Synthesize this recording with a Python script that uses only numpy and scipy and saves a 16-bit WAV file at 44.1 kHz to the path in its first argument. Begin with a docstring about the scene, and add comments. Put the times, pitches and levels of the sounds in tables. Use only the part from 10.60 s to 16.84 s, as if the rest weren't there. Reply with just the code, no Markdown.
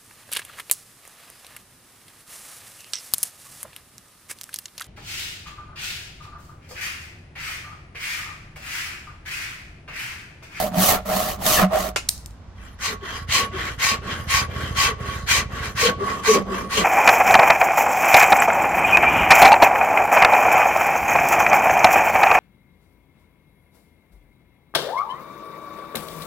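"""Sawing and filing hardwood outdoors

A hand saw cuts a block held in a vise: random snaps of its teeth drive the wood, the blade and bands of noise.
The offcut drops: short noise cracks on the paving make it ring. Then a flat file rasps across the block,
biting on the push and gliding back, with groaning judders that are falling sine tones.
An engine idles some way off, puff by puff, over a low rumble of traffic made from coloured noise."""
import sys
import numpy as np
from scipy import signal
from scipy.fft import rfft, irfft, next_fast_len
from scipy.io import wavfile

SR = 44100
rng = np.random.default_rng(int(sys.argv[2]) if len(sys.argv) > 2 else 0)


def log_audio(samples):
    """Write samples as a 16-bit WAV file to the path given in sys.argv[1]."""
    # one column per channel
    frames = np.atleast_2d(samples).T
    # limit to full scale, then quantise
    limited = np.clip(frames, -1, 1)
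    pcm = np.round(limited * 32767).astype(np.int16)
    wavfile.write(sys.argv[1], SR, pcm)


N = 275173
TIME = np.arange(N) / SR
# frequencies of the filters, with half a second spare for tails
HZ = np.maximum(np.fft.rfftfreq(next_fast_len(N + SR // 2, True), 1 / SR), 1)
JUDDER_SAG_HZ_PER_S, SNAG_DECAY_S, YARD_T60_S, CUTOFF_HZ = 706, 0.0071, 0.4, 15900

# All levels in the tables are relative: the functions add their own gains.
# Far traffic rumble: f/Hz, density/dB per Hz
TRAFFIC_COLOUR = [(18, -13), (32, -7), (42, -8), (55, 7), (70, -4), (87, 0.5), (120, -10.5), (200, -12.5),
                  (400, -24), (1100, -24.5), (2500, -36), (6000, -42), (9000, -54.5), (16000, -71)]
# How alike left and right are: f/Hz, likeness (1 same, 0 unrelated, below 0 opposed)
LIKENESS = [(60, 0.95), (300, 0.92), (640, 0.56), (1400, 0.42), (3000, 0.19), (6500, -0.31), (15000, 0.091)]
# Idling engine: t/s, firings per s, level/dB
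ENGINE_IDLE = [(0, 14, -46.5), (2.301, 14.2, -65), (2.6, 14.2, -37), (3.398, 14.4, -38.5),
               (3.698, 13.7, -33), (4.102, 13.7, -30), (4.299, 13.1, -34), (5.35, 13.95, -35),
               (5.7, 18, -46)]
# Exhaust resonances: f/Hz, width/Hz, level/dB, left-right/dB
EXHAUST_MODES = [(66, 6.4, 5.5, -5), (83.5, 11.7, 7, -0.5), (118.3, 11, 4.5, -4)]

# Offcut landing flat, then a weak second burst that renews its ring: t/s, level/dB
LANDINGS = [(1.3603, -16.5), (1.381, -29.5)]
# Offcut skipping on its corners: t/s, level/dB
BOUNCES = [(1.4877, -12.5), (1.4903, -2.5), (1.578, -34), (1.66, -26.5), (1.708, -44)]
# Resonances of offcut, bench, clamped block (sawn, then filed), file and saw blade:
# f/Hz, width/Hz, level/dB, left-right/dB
OFFCUT_MODES = [(340, 30, -1, 0), (1420, 120, -7, 0), (2140, 22, 1, 0), (2560, 45, 2, 0), (2795, 45, 0, 0),
                (4750, 60, -13, 0), (6850, 14, 9, 0), (7375, 40, -7, 0), (8600, 14, 6, 0), (8850, 20, 0, 0),
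                (12780, 22, 8, 0)]
BENCH_MODES = [(192, 13.4, 0, -3)]
BLOCK_SAWN_MODES = [(627.6, 34, -0.63, -5), (727, 18, -1.3, 1.5)]
BLOCK_FILED_MODES = [(1117, 15, -1, -1.5), (1160, 34, -13, -5.5)]
FILE_BENDING_MODES = [(1560, 90, -2, -2), (1860, 60, -3, 1), (1985, 70, -1, 2), (2130, 90, -6, 3),
                      (2365, 65, -1, 3), (2650, 50, -4, 3), (2850, 90, -7, 2), (3120, 200, -4, 2)]
FILE_UPPER_MODES = [(3750, 200, -4, 1), (4130, 220, 1, 2), (4860, 220, 0, 2), (5480, 200, -4, 2),
                    (6070, 260, -1, 1), (6430, 80, -1, 1), (7310, 260, -4, 1)]
FILE_STEEL_MODES = [(8940, 110, 0, -2), (10830, 120, 0, -3), (12700, 120, -3, 0)]
SAW_BLADE_MODES = [(3000, 300, -4, 1), (4400, 180, -1, 2), (4720, 130, 0, -2), (6100, 400, -1, 1),
                   (6850, 120, -5, 1), (12700, 110, -2, -2)]

# Saw or file sticking and slipping: t/s at the middle, length/s, f/Hz, level/dB
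JUDDERS = [(0.979, 0.017, 1850, -21), (1.139, 0.036, 642.7, -25.5), (2.324, 0.047, 430, -37),
           (2.438, .042, 390, -36.5), (2.835, .054, 465, -37), (2.951, .047, 382, -32.5),
           (4.302, .07, 450, -35), (4.425, .07, 412, -42), (5.236, 0.012, 474, -17.5),
           (5.262, 0.027, 479, -16), (5.29, 0.034, 491, -24), (5.422, .037, 400, -25.5),
           (5.704, 0.0434, 437.3, -11.5), (5.759, 0.044, 402, -22.5), (5.774, .04, 274, -33),
           (5.924, .059, 385, -29.5), (6.183, 0.03, 426, -23)]
# Broad noise colours of file, bench and saw: f/Hz, density/dB per Hz
FILE_RASP = [(150, -44), (450, -24), (850, -26.5), (1300, 0), (1700, -1.5), (2300, 9), (3200, -6),
             (4200, 0.5), (9000, -41)]
FILE_GLIDE = [(150, -1.5), (450, -4.5), (900, -7.5), (1400, 7), (2000, 4), (2450, -19), (3100, -2.5),
              (4200, -16.5), (7000, -38), (12000, -87)]
FILE_HISS = [(2000, -30), (3600, -16), (4800, 1), (6400, 3.5), (8000, -2.5), (9700, -8.5), (12000, -7),
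             (13500, -9), (16000, -12.5)]
BENCH_KNOCK = [(100, -36), (220, 5), (300, -5), (420, 2.5), (600, -2.5), (800, -9.5), (1500, -50),
               (5000, -80)]
SAW_TEAR = [(120, 9), (250, 5.5), (450, 12.5), (850, -8.5), (1100, 18), (1350, 13.5), (1550, -0.5),
            (1820, 9), (2300, 0), (3100, -7), (4200, -15.5), (9000, -103)]
SAW_HISS = [(1500, -9.5), (3000, -3), (4000, 0.5), (4800, -4), (5500, 0), (6400, -1), (7800, -1),
            (9200, -10), (12000, -19.5), (16000, -39)]
SAW_SIZZLE = [(6000, -48), (9000, -12.5), (11500, -2), (13000, -4), (16000, -3)]

# Strokes: start t/s, length/s, level/dB, bench level/dB, extra block ring/dB, extra tooth hiss/dB
FILE_PUSHES = [(2.172, 0.24, -29, -44, -1, 1), (2.663, 0.27, -21.5, -37, -1, 0.03),
               (3.164, 0.27, -21, -39.5, -2, 0.32), (3.655, 0.26, -20.5, -38, -0.5, -0.48),
               (4.133, 0.25, -20, -37.5, 1, -0.38), (4.647, 0.25, -19, -36, -4, .5),
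               (5.135, 0.25, -20.5, -30.5, -0.5, -0.13), (5.61, 0.25, -22, -24, 5, 0.36),
               (6.074, 0.24, -23.5, -27, 4.5, -0.38)]
FILE_RETURNS = [(1.945, 0.24, -57.5, -71, -5, 1.4), (2.403, .26, -41, -53.5, -4.5, -1.5),
                (2.907, 0.27, -37.5, -43, -5.5, -1.75), (3.412, 0.27, -40, -40.5, -5, -0.94),
                (3.877, 0.31, -41.5, -39, -5, -0.78), (4.368, 0.31, -42.5, -43, -2.5, 0.86),
                (4.888, 0.27, -41, -42.5, -4.5, 1.4), (5.374, 0.26, -41, -34.5, 5.5, 0.4),
                (5.853, 0.25, -43, -32.5, 5, 0.11)]
SAW_PUSHES = [(0.106, 0.31, -16.5, -29.5, 0.5, 1.5), (0.765, .32, -15.5, -34, -4, 1.1)]
SAW_PULLS = [(-.21, 0.32, -27, -20, 1.5, .5), (.449, 0.33, -29, -27, -3.5, 1),
             (1.112, 0.21, -29, -32.5, -3.5, -1.4)]
# How bench, block, wood fibres and teeth (a row each) answer a stroke:
# gain/dB, peak at share of the stroke, sharpness of the swell
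FILE_PUSH_SWELL = [(4, 0.58, 5.7), (-1.5, 0.44, 5.5), (1, 0.38, 5.96), (-2, 0.37, 8.4)]
FILE_RETURN_SWELL = [(2.5, 0.19, 0.44), (9.5, 0.41, 1.7), (8.5, 0.44, 2.33), (-1, .53, 2.7)]
SAW_PUSH_SWELL = [(6.5, 0.26, 1.1), (-5, 0.51, 2.25), (-11, 0.57, 2.8), (-3, 0.53, 6.5)]
SAW_PULL_SWELL = [(0, 0.34, 1.3), (6, 0.35, 1.47), (-1.5, 0.46, 1.37), (0.1, 0.44, 2.2)]

# Saw teeth snagging: t/s, change of force/dB
SNAGS = [(0.136, 4.5), (0.189, 1), (0.31, 4), (0.807, -3), (0.864, 9.5), (.997, 1.5), (1.122, 0),
         (1.287, 4)]
# Saw binding in its cut and jolting the work, also as the offcut breaks away:
# t/s at the middle, length/s, bench level/dB, block level/dB, tearing level/dB
BINDS = [(0.185, 0.029, -13, -22.5, -34), (0.336, 0.063, -37, -49, -22.5), (0.524, 0.056, -41, -25, -26.5),
         (0.997, 0.022, -19.5, -20.5, -12.5), (1.033, 0.031, -10.5, -18.5, -19),
         (1.154, 0.052, -53, -17.5, -25.5)]
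# Share of the blade beyond the cut: at the start of a push, at its end
BLADE_PAST_CUT = (0.072, 0.945)


def from_db(db):
    """Turn decibels into gain."""
    return 10 ** (np.asarray(db) / 20)


def rms_one(x):
    """Scale to unit power."""
    return x / np.sqrt(np.mean(np.abs(x) ** 2) + 1e-20)


def panned(db):
    """Give left and right gains for a level difference."""
    return from_db(np.array([[db], [-db]]) / 2)


def at_hz(points):
    """Read a table of (Hz, value) along log frequency."""
    hz, value = np.transpose(points)
    return np.interp(np.log(HZ), np.log(hz), value)


def filtered(x, response):
    """Pass a signal through a frequency response."""
    return irfft(rfft(x, 2 * len(HZ) - 2) * response)[..., :N]


def colour(spectrum):
    """Make a broad response of unit power."""
    return rms_one(from_db(at_hz(spectrum)))


def body(modes):
    """Add damped resonances, each with its own left-right balance; unit power."""
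    total = 0
    for hz, width, db, pan_db in modes:
        resonance = 1 / (1 + 1j * (HZ - hz * hz / HZ) / width)
        total = total + from_db(db) * panned(pan_db) * resonance
    return rms_one(total)


def drift(rate_hz):
    """Wander slowly at random with spread 1, drawn at every 16th sample."""
    count = N // 16 + 2
    hz = np.fft.rfftfreq(count, 16 / SR)
    slow = irfft(rfft(rng.standard_normal(count)) / (1 + (hz / rate_hz) ** 4), count)
    return np.interp(np.arange(N) / 16, np.arange(count), rms_one(slow))


def spread(pair):
    """Turn two unrelated signals into left and right, most alike in the bass."""
    alike = np.clip(at_hz(LIKENESS), -.99, .99)
    mid, side = filtered(pair, np.sqrt([(1 + alike) / 2, (1 - alike) / 2]))
    return np.array([mid + side, mid - side])


def traffic():
    """A steady far rumble, made from coloured noise."""
    noise = spread(rng.standard_normal((2, N)))
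    return from_db(-41.0) * filtered(noise, colour(TRAFFIC_COLOUR)) * panned(-1.2)


def engine():
    """Each firing is a puff, of slightly uneven strength, that rings the exhaust."""
    s, rate, db = np.transpose(ENGINE_IDLE)
    turns = np.cumsum(np.interp(TIME, s, rate)) / SR
    turns -= np.interp(4.110, TIME, turns)  # one firing falls at 4.110 s
    puffs = np.diff(np.floor(turns), prepend=np.floor(turns[0]))
    puffs = puffs * from_db(1.5 * rng.standard_normal(N))
    muffler = 1 / (1 + (HZ / 210) ** 4) / (1 + (38 / HZ) ** 4)
    exhaust = rms_one(filtered(puffs, body(EXHAUST_MODES) * muffler))
    return exhaust * from_db(np.interp(TIME, s, db))


def yard(x, dull_hz):
    """Walls and paving scatter a thin, short tail with softened treble."""
    t = TIME[:SR // 2]
    tail = rng.standard_normal((2, len(t))) * from_db(-60 * t / YARD_T60_S) * (t > .006)
    response = rms_one(rfft(tail, 2 * len(HZ) - 2))
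    return filtered(x, response / (1 + (HZ / dull_hz) ** 2))


def contacts(hits, low_hz, high_hz, decay_s):
    """Each burst of wood on paving is a short, gritty crack."""
    out, t = np.zeros((2, N)), TIME[:SR // 8]
    band = signal.butter(2, [low_hz, min(high_hz, .45 * SR)], "band", fs=SR, output="sos")
    fade = np.exp(-t / decay_s)
    for s, db in hits:
        shared = rng.standard_normal(len(t))
        separate = 1.36 * rng.standard_normal((2, len(t)))
        crack = signal.sosfilt(band, (shared + separate) * fade)
        # every crack carries the same energy before its level is set
        even = np.sqrt(np.sum(fade ** 2) / np.sum(crack ** 2, axis=1, keepdims=True))
        at = round(s * SR)
        out[:, at:at + len(t)] += from_db(db) * crack * even
    return out


def offcut():
    """A flat landing gives a dull clack and a crunch, corners give bright ticks; all ring the hard piece."""
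    clack = contacts(LANDINGS, low_hz=400, high_hz=1800, decay_s=0.0066)
    crunch = from_db(-4.5) * contacts(LANDINGS, low_hz=1500, high_hz=7730, decay_s=0.018)
    ticks = contacts(BOUNCES, low_hz=3660, high_hz=9400, decay_s=0.0011)
    # the piece's weight behind each tick
    taps = from_db(-24.5) * contacts(BOUNCES, low_hz=500, high_hz=3000, decay_s=.0015)
    # the ticks scatter off the paving
    wash = from_db(-31.0) * contacts(BOUNCES, low_hz=4500, high_hz=14500, decay_s=0.036)
    # the landing rings the lower modes, corners the higher ones
    upper = 1 / (1 + (7800 / HZ) ** 12)
    landing_force = from_db(-14) * clack + from_db(-6) * crunch
    landing_ring = filtered(landing_force, body(OFFCUT_MODES) * (1 - upper))
    corner_ring = filtered(from_db(-5.5) * ticks, body(OFFCUT_MODES) * upper)
    return clack + crunch + ticks + taps + wash + landing_ring + corner_ring


def judders():
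    """Stick and slip lock into a short, rough groan that sags in pitch."""
    out, waver = np.zeros(N), drift(90)
    roughness = from_db(2.2 * drift(71))
    for s, length, hz, db in JUDDERS:
        near = np.abs(TIME - s) < 2 * length
        t = TIME[near] - s
        pitch_hz = hz * (1 + 0.028 * waver[near]) - JUDDER_SAG_HZ_PER_S * t
        phase = 2 * np.pi * np.cumsum(pitch_hz) / SR
        slip = np.sin(phase) + from_db(-33) * np.sin(2 * phase)
        fade = np.exp(-np.abs(2 * t / length) ** 3)
        out[near] += np.sqrt(2) * from_db(db) * fade * slip
    return out * roughness * panned(3.5)


def teeth(level_db, peak_snaps_per_s, flutter_hz, flutter_db):
    """Teeth snap fibres at random, more of them in a strong stroke; the contact flutters."""
    stroke_strength = from_db((level_db - level_db.max()) / 3)
    # chance of a snap at each sample, never below one in twenty
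    chance = np.clip(peak_snaps_per_s / SR * stroke_strength, .05, 1)
    snaps = (rng.random((2, N)) < chance) * rng.standard_normal((2, N)) / np.sqrt(chance)
    return rms_one(spread(snaps) * from_db(flutter_db * drift(flutter_hz)))


def swell(share, peak_at, sharpness):
    """An arch of height 1: the arm speeds up from rest and slows to rest again."""
    u, p = np.clip(share, 0, 1), np.clip(peak_at, .05, .95)
    return ((u / p) ** p * ((1 - u) / (1 - p)) ** (1 - p)) ** sharpness


def stroke_power(strokes, swells):
    """Power of bench, block, fibres and teeth in time: one swell each per stroke."""
    power = np.full((len(swells), N), 1e-13)
    for s, length, db, bench_db, ring_db, hiss_db in strokes:
        on = (TIME > s) & (TIME < s + length)
        share = (TIME[on] - s) / length
        levels_db = (bench_db, db + ring_db, db, db + hiss_db)
        for k, (gain_db, peak_at, sharpness) in enumerate(swells):
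            arch = swell(share, peak_at, sharpness)
            power[k, on] += (from_db(levels_db[k] + gain_db) * arch) ** 2
    return power


def grip_wobble(wobble_db, rate_hz):
    """The hand never presses quite evenly: dB in time."""
    return wobble_db * drift(rate_hz)


def sliding_body(force, modes, sway_db, sway_hz):
    """The contact slides over the nodes of a bar, so each mode swells and fades on its own, at random."""
    powers = np.array([from_db(db) ** 2 * width for hz, width, db, pan_db in modes])
    out = 0
    for mode, share in zip(modes, powers / powers.sum()):
        grip = rms_one(from_db(sway_db * drift(sway_hz)))
        # a mode radiates little far above its own pitch
        response = body([mode]) / (1 + (HZ / mode[0] / 2) ** 4)
        out = out + np.sqrt(share) * filtered(force * grip, response)
    return out


def flat_file():
    """Fine teeth rasp the block and ring the steel bar, which also sounds in the light return."""
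    power = stroke_power(FILE_PUSHES, FILE_PUSH_SWELL) + stroke_power(FILE_RETURNS, FILE_RETURN_SWELL)
    wobble = grip_wobble(wobble_db=1.07, rate_hz=18)
    bench_db, block_db, rasp_db, hiss_db = 10 * np.log10(power) + wobble
    force = teeth(hiss_db, peak_snaps_per_s=42000, flutter_hz=121, flutter_db=1.5)
    grit = teeth(hiss_db, peak_snaps_per_s=42000, flutter_hz=114, flutter_db=0.0)
    bite = np.clip((hiss_db + 43.5) / 13, 0, 1)  # 0 while the teeth glide, 1 while they cut

    bench = filtered(force * from_db(bench_db), from_db(-8.0) * body(BENCH_MODES))
    knock = filtered(grit * from_db(bench_db - 4.0), colour(BENCH_KNOCK))
    block_response = body(BLOCK_FILED_MODES) / (1 + (HZ / 2500) ** 4)
    block = filtered(force * from_db(block_db - .5), block_response)
    cutting = filtered(grit * np.sqrt(bite) * from_db(rasp_db - 4.5), colour(FILE_RASP))
    gliding = filtered(grit * np.sqrt(1 - bite) * from_db(rasp_db - 3.0), colour(FILE_GLIDE))
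    # hiss grows faster than the stroke level
    hiss = filtered(grit * from_db(1.235 * hiss_db + 2.0), colour(FILE_HISS)) * panned(4.0)

    # the bar bends more as the teeth bite; its highest modes ring even under a light touch
    bend_force = force * from_db(rasp_db - 3.5 + 3 * bite)
    bending = sliding_body(bend_force, FILE_BENDING_MODES, sway_db=4, sway_hz=12)
    upper = sliding_body(force * from_db(hiss_db - .5), FILE_UPPER_MODES, sway_db=4, sway_hz=12)
    steel_force = force * from_db(.75 * hiss_db - 18.5)
    steel = sliding_body(steel_force, FILE_STEEL_MODES, sway_db=4.5, sway_hz=14)
    return bench + knock + block + cutting + gliding + hiss + bending + upper + steel


def bind_power():
    """Each bind is a short surge in bench, block and fibres; the teeth hiss no louder."""
    power = 0
    for s, length, *levels_db in BINDS:
        surge = np.exp(-(2 * (TIME - s) / length) ** 2)
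        power = power + np.outer([*from_db(levels_db) ** 2, 0], surge)
    return power


def blade_echo(x, round_trip_s, echo_db):
    """Waves return from the blade's tip, later the further it is pushed, so the rasp's colour slides."""
    drawn, pushed = BLADE_PAST_CUT
    turns = [(row[0], drawn) for row in SAW_PUSHES] + [(row[0], pushed) for row in SAW_PULLS]
    last_pull = SAW_PULLS[-1]
    turns.append((last_pull[0] + last_pull[1], drawn))
    travel = np.interp(TIME, *np.transpose(sorted(turns)))
    echo = np.array([np.interp(TIME - round_trip_s * travel, TIME, side) for side in x])
    return (x + from_db(echo_db) * echo) / np.sqrt(1 + from_db(echo_db) ** 2)


def saw():
    """The teeth shake bench and block, tear the wood, hiss in the cut and ring the blade."""
    power = stroke_power(SAW_PUSHES, SAW_PUSH_SWELL) + stroke_power(SAW_PULLS, SAW_PULL_SWELL)
    wobble = grip_wobble(wobble_db=0.85, rate_hz=28)
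    bench_db, block_db, tear_db, hiss_db = 10 * np.log10(power + bind_power()) + wobble
    # each snag changes the force at once, then dies away
    snag_db = sum(db * (TIME >= s) * np.exp(-np.abs(TIME - s) / SNAG_DECAY_S) for s, db in SNAGS)
    force = teeth(hiss_db, peak_snaps_per_s=22000, flutter_hz=150, flutter_db=1.0) * from_db(snag_db)

    bench = filtered(force * from_db(bench_db - 6.5), body(BENCH_MODES))
    block = filtered(force * from_db(block_db), body(BLOCK_SAWN_MODES))
    rasp = blade_echo(force, round_trip_s=.0018, echo_db=-9)
    tear = filtered(rasp * from_db(tear_db - 1.5), colour(SAW_TEAR))
    hiss = filtered(rasp * from_db(hiss_db - 3.5), colour(SAW_HISS))
    # the blade radiates from its other face, so the sides of the force are swapped
    blade_force = force[::-1] * from_db(hiss_db - 8)
    blade = sliding_body(blade_force, SAW_BLADE_MODES, sway_db=5, sway_hz=14)
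    # the finest crackle fades as the cut opens up
    sizzle_db = hiss_db + np.interp(TIME, [.3, .9, 1.2], [1.5, -.5, -2.5])
    sizzle = filtered(rasp * from_db(sizzle_db), colour(SAW_SIZZLE)) * panned(-4)
    return bench + block + tear + hiss + blade + sizzle


def scene():
    """Tools close by, the offcut on the ground, the street behind."""
    background = traffic() + engine()
    clatter = offcut()
    tools = judders() + flat_file() + saw()
    echoes = from_db(-17) * yard(tools, dull_hz=6000) + from_db(-14) * yard(clatter, dull_hz=18000)
    return background + echoes + clatter + tools


def record(dry):
    """The highest peaks are rounded, then the top of the treble is cut steeply."""
    rounded = dry / (1 + dry ** 4) ** .25
    return filtered(rounded, 1 / (1 + (HZ / CUTOFF_HZ) ** 400))


dry = scene()
out = record(dry)
log_audio(out)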